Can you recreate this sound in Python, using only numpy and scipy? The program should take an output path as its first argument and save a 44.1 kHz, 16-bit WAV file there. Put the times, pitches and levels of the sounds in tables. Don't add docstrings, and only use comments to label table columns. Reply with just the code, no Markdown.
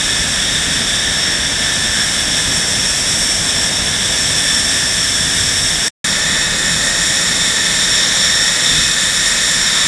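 import sys
import numpy as np
from scipy import signal
from scipy.fft import rfft, irfft, next_fast_len
from scipy.io import wavfile

SR = 44100
rng = np.random.default_rng(int(sys.argv[2]) if len(sys.argv) > 2 else 0)


def waveform_to_disk(signal):
    frames = np.transpose(np.atleast_2d(signal))
    scaled = np.clip(frames, -1, 1) * 32767
    samples = np.round(scaled).astype(np.int16)
    wavfile.write(sys.argv[1], SR, samples)


N = 435266
TIME = np.arange(N) / SR
FFT_SIZE = next_fast_len(N)
HZ = np.maximum(np.arange(FFT_SIZE // 2 + 1) * SR / FFT_SIZE, 1)


def from_db(db):
    return 10 ** (np.asarray(db) / 20)


def bell(middle_s, length_s):
    return .5 + .5 * np.cos(np.pi * np.clip((TIME - middle_s) / length_s, -1, 1))


def drift(rate):
    pole = np.exp(-80 * np.pi * rate / SR)
    steps = rng.standard_normal(N // 40 + 2002)
    slow = signal.lfilter([1], [1, -2 * pole, pole * pole], steps)[2000:]
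    return np.interp(np.arange(N) / 40, np.arange(len(slow)), slow / slow.std())


def noise(density_db):
    white = rfft(rng.standard_normal(FFT_SIZE))
    return irfft(white * from_db(density_db), FFT_SIZE)[:N] * np.sqrt(SR / 2)


def noise_bed(spectrum, edge_db=36):
    hz, db = np.transpose(spectrum)
    octaves_outside = np.abs(np.log2(HZ / np.clip(HZ, hz[0], hz[-1])))
    return noise(np.interp(np.log(HZ), np.log(hz), db) - edge_db * octaves_outside)


def two_band_gain(x, split_hz, below, above):
    low = signal.sosfiltfilt(signal.butter(2, split_hz, fs=SR, output="sos"), x)
    return low * below + (x - low) * above


def moving_air(reach_octaves=0.12):
    # t/s, level/dB
    treble = [(0.0, -0.5), (0.9, -0.7), (1.05, -2), (1.65, -1.5), (1.95, -0.6), (2.85, 0.5), (3.15, 1.5),
              (3.9, -1.3), (4.2, 1), (6.0, 0.6), (6.3, -2.1), (7.2, 0.7), (7.35, -0.16), (9.87, 0.6)]
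    # f/Hz, level/dB per dB of treble
    tilt = [(1000, 0.5), (1800, -0.9), (2550, .35), (3600, 0.1), (5450, 1.3), (7500, 1.1), (11000, 1.4)]
    # middle t/s, length/s, f/Hz, level/dB
    swells = [(0.2, .9, 1250, 2), (0.5, .9, 5500, -0.7), (0.6, 0.93, 3830, 4), (1.248, 0.13, 5500, 3.5),
              (1.552, .6, 2550, -2), (1.98, 0.29, 1790, 2), (3.0, 1.0, 3700, -1.8), (3.5, 0.53, 2530, -1),
              (3.65, 0.74, 1800, -2.2), (4.647, .45, 1820, 2.5), (5.3, 1.0, 1400, 0),
              (6.554, 1.4, 3650, -2), (6.9, 1.3, 5500, -0.5), (8.05, .4, 3600, 2), (8.2, 0.53, 5400, 2),
              (8.747, 0.18, 3800, 4), (8.8, 0.22, 2550, 2.5), (9.054, 0.24, 5500, -2), (9.3, .45, 1800, 1),
              (9.75, 0.2, 3620, 2.5), (9.8, 0.38, 1250, 4.5)]
    treble_db = np.interp(TIME, *np.transpose(treble))
    tilt_hz, follows = np.transpose(tilt)
    swell_hz = np.array([hz for _, _, hz, _ in swells])
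    swell_db = np.array([db * bell(s, length) for s, length, _, db in swells])

    def air(hz):
        tilt_db = np.interp(np.log(hz), np.log(tilt_hz), follows) * treble_db
        nearness = np.exp(-(np.log2(hz / swell_hz) / reach_octaves) ** 2)
        return from_db(tilt_db + nearness @ swell_db)
    return air


def blade_tone(hz, spool_time):
    height = hz / 2000
    scattered = from_db(-6.5) * np.sqrt(height)
    flutter_rate = 3.04 * height
    phase = 2 * np.pi * (hz * spool_time + rng.random())
    in_phase = np.sqrt(2) + scattered * drift(flutter_rate)
    quadrature = scattered * drift(flutter_rate)
    return (in_phase * np.cos(phase) + quadrature * np.sin(phase)) / np.sqrt(1 + scattered ** 2)


def compressor_whine(tones, air, sag=0, wander_share=0.0002004, swell_depth=1.4):
    speed = 1 + wander_share * drift(.4) - sag
    spool_time = np.cumsum(speed) / SR
    return sum(gain * blade_tone(hz, spool_time) * air(hz) ** swell_depth for hz, gain in tones)


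def main_jet_whine(first, second, air, sag_share=0.002786):
    # f/Hz, level/dB at the first standpoint, level/dB at the second
    blade_tones = [(1701, -39.3, -37.9), (1749, -44, -38.5), (1768, -31.9, -30.3), (1816, -45, -38.5),
                   (1863, -35.1, -31.2), (1978, -43.5, -45.2), (2007, -45.9, -43.9), (2098, -42.5, -46),
                   (2130, -44, -43.5), (2532, -39.3, -37.5), (3009, -45.0, -46.6), (3350, -41.0, -42.1),
                   (3520, -32.6, -34.7), (3679, -37.9, -40.8), (3726, -32.7, -32.5), (5305, -42.5, -45.1),
                   (5447, -27.9, -30.8), (5592, -35.8, -35.7)]
    tones = [(hz, first * from_db(db_1) + second * from_db(db_2)) for hz, db_1, db_2 in blade_tones]
    sag = sag_share * bell(middle_s=3.55, length_s=0.906)
    return from_db(0.5) * compressor_whine(tones, air, sag - sag.mean())


def intake_humps(standpoint, air, flicker_db=0.7):
    # centre f/Hz, half-power width/Hz, level/dB per Hz
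    humps_first = [(1687, 175, -52.5), (3490, 248, -48.5), (5510, 193, -47.5)]
    humps_second = [(1800, 194, -53.5), (3600, 213, -47), (5540, 175, -47)]
    sound, gains = 0, []
    for hz, width, db in (humps_first, humps_second)[standpoint]:
        shape_db = db - 20 * np.log10(2) * abs(HZ - hz) / width
        gain = air(hz)
        sound += noise(shape_db) * gain * from_db(flicker_db * drift(10))
        gains.append(gain)
    return sound, gains


def intake_rush(standpoint, air, hump_gains):
    # f/Hz, level/dB per Hz
    rush_first = [(1000, -67.5), (1500, -62.5), (2330, -57), (2450, -64.5), (2650, -60), (3200, -62),
                  (4400, -65), (4700, -59), (6200, -60)]
    rush_second = [(1000, -64.5), (1500, -56), (2250, -55.0), (2430, -61.5), (2750, -62.5), (3200, -58),
                   (4400, -59.0), (5000, -57.5), (6300, -58.5)]
    low, middle, high = hump_gains
    body_gain = np.cbrt(low * middle * high)
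    edge_gain = np.cbrt(middle * high * air(7500))
    rush = noise_bed((rush_first, rush_second)[standpoint])
    rush = two_band_gain(rush, split_hz=4400, below=body_gain, above=edge_gain)
    return two_band_gain(rush, split_hz=1480, below=air(1250), above=1)


def compressor_hiss(standpoint, air):
    # f/Hz, level/dB per Hz
    hiss_first = [(6200, -60.5), (6750, -62), (7400, -55), (8950, -57), (9650, -67.5), (10950, -67),
                  (12100, -84), (13100, -77), (15000, -110.6)]
    hiss_second = [(6300, -68), (6750, -55.5), (7350, -50.5), (7900, -58), (9000, -57.5), (10900, -69.5),
                   (11900, -76.5), (13000, -80.8), (15000, -100)]
    hiss = noise_bed((hiss_first, hiss_second)[standpoint])
    return two_band_gain(hiss, split_hz=9500, below=air(7500), above=air(11000))


def exhaust_roar(standpoint, rest_db=-0.9, billow_db=1.0):
    # f/Hz, level/dB per Hz
    roar_first = [(20, -61), (36, -50.5), (100, -50.5), (132, -54), (148, -49), (178, -50.5), (205, -52.5),
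                  (270, -53.5), (330, -60), (510, -60), (650, -58), (800, -62), (1070, -64.5),
                  (1400, -68.5)]
    roar_second = [(20, -61), (36, -50.5), (90, -56.5), (133, -54.5), (152, -51), (178, -49.5), (210, -54),
                   (270, -56.5), (385, -62.5), (520, -57.5), (670, -58.1), (760, -65.5), (830, -61.5),
                   (1400, -69)]
    # t/s, level/dB
    roar_ride = [(0.0, -0.3), (4.05, 1.1), (5.55, -1.5), (6.3, 1), (8.7, 0.1), (8.85, -2.5), (9.87, -0.3)]
    # middle t/s, length/s, level/dB
    heaves = [(0.5, .8, 1.8), (2.52, 0.14, 4), (3.1, 0.52, -0.7), (4.1, .45, 1.5), (5.4, 0.39, 2.5),
              (6.55, 1, 2), (7.95, .25, 2), (8.45, 0.28, -2.5), (8.77, 0.25, 4)]
    roar_db = np.interp(TIME, *np.transpose(roar_ride))
    heave_db = sum(db * bell(s, length) for s, length, db in heaves)
    rumble_db = rest_db + heave_db + billow_db * drift(9.1)
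    roar = noise_bed((roar_first, roar_second)[standpoint])
    return two_band_gain(roar, split_hz=300, below=from_db(rumble_db), above=from_db(roar_db))


def other_jet_whine(air):
    # f/Hz, level/dB
    blade_tones = [(1793, -37), (1890, -33.8), (2566, -38.3), (3052, -44.6), (3567, -35.3), (3779, -32.0),
                   (5526, -31.7)]
    return from_db(0.4) * compressor_whine([(hz, from_db(db)) for hz, db in blade_tones], air)


def scene(stop_s=5.883, resume_s=6.043, shimmer_db=0.53):
    first = np.interp(TIME - stop_s, [0, .001, .023], [1, .17, 0])
    second = np.interp(TIME - resume_s, [-.001, .001], [0, 1])
    shimmer = from_db(shimmer_db * drift(9))
    air = moving_air()
    mix = shimmer * (main_jet_whine(first, second, air) + second * other_jet_whine(air))
    for standpoint, fader in enumerate([first, second]):
        humps, hump_gains = intake_humps(standpoint, air)
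        rush = intake_rush(standpoint, air, hump_gains)
        hiss = compressor_hiss(standpoint, air)
        mix += fader * (rush + shimmer * (humps + hiss) + exhaust_roar(standpoint))
    return np.tile(mix, (2, 1))


def record(dry, ceiling=.9, cutoff_hz=15500):
    lowpass = signal.ellip(10, .1, 80, cutoff_hz, fs=SR, output="sos")
    return signal.sosfilt(lowpass, np.clip(dry, -ceiling, ceiling))


dry = scene()
out = record(dry)
waveform_to_disk(out)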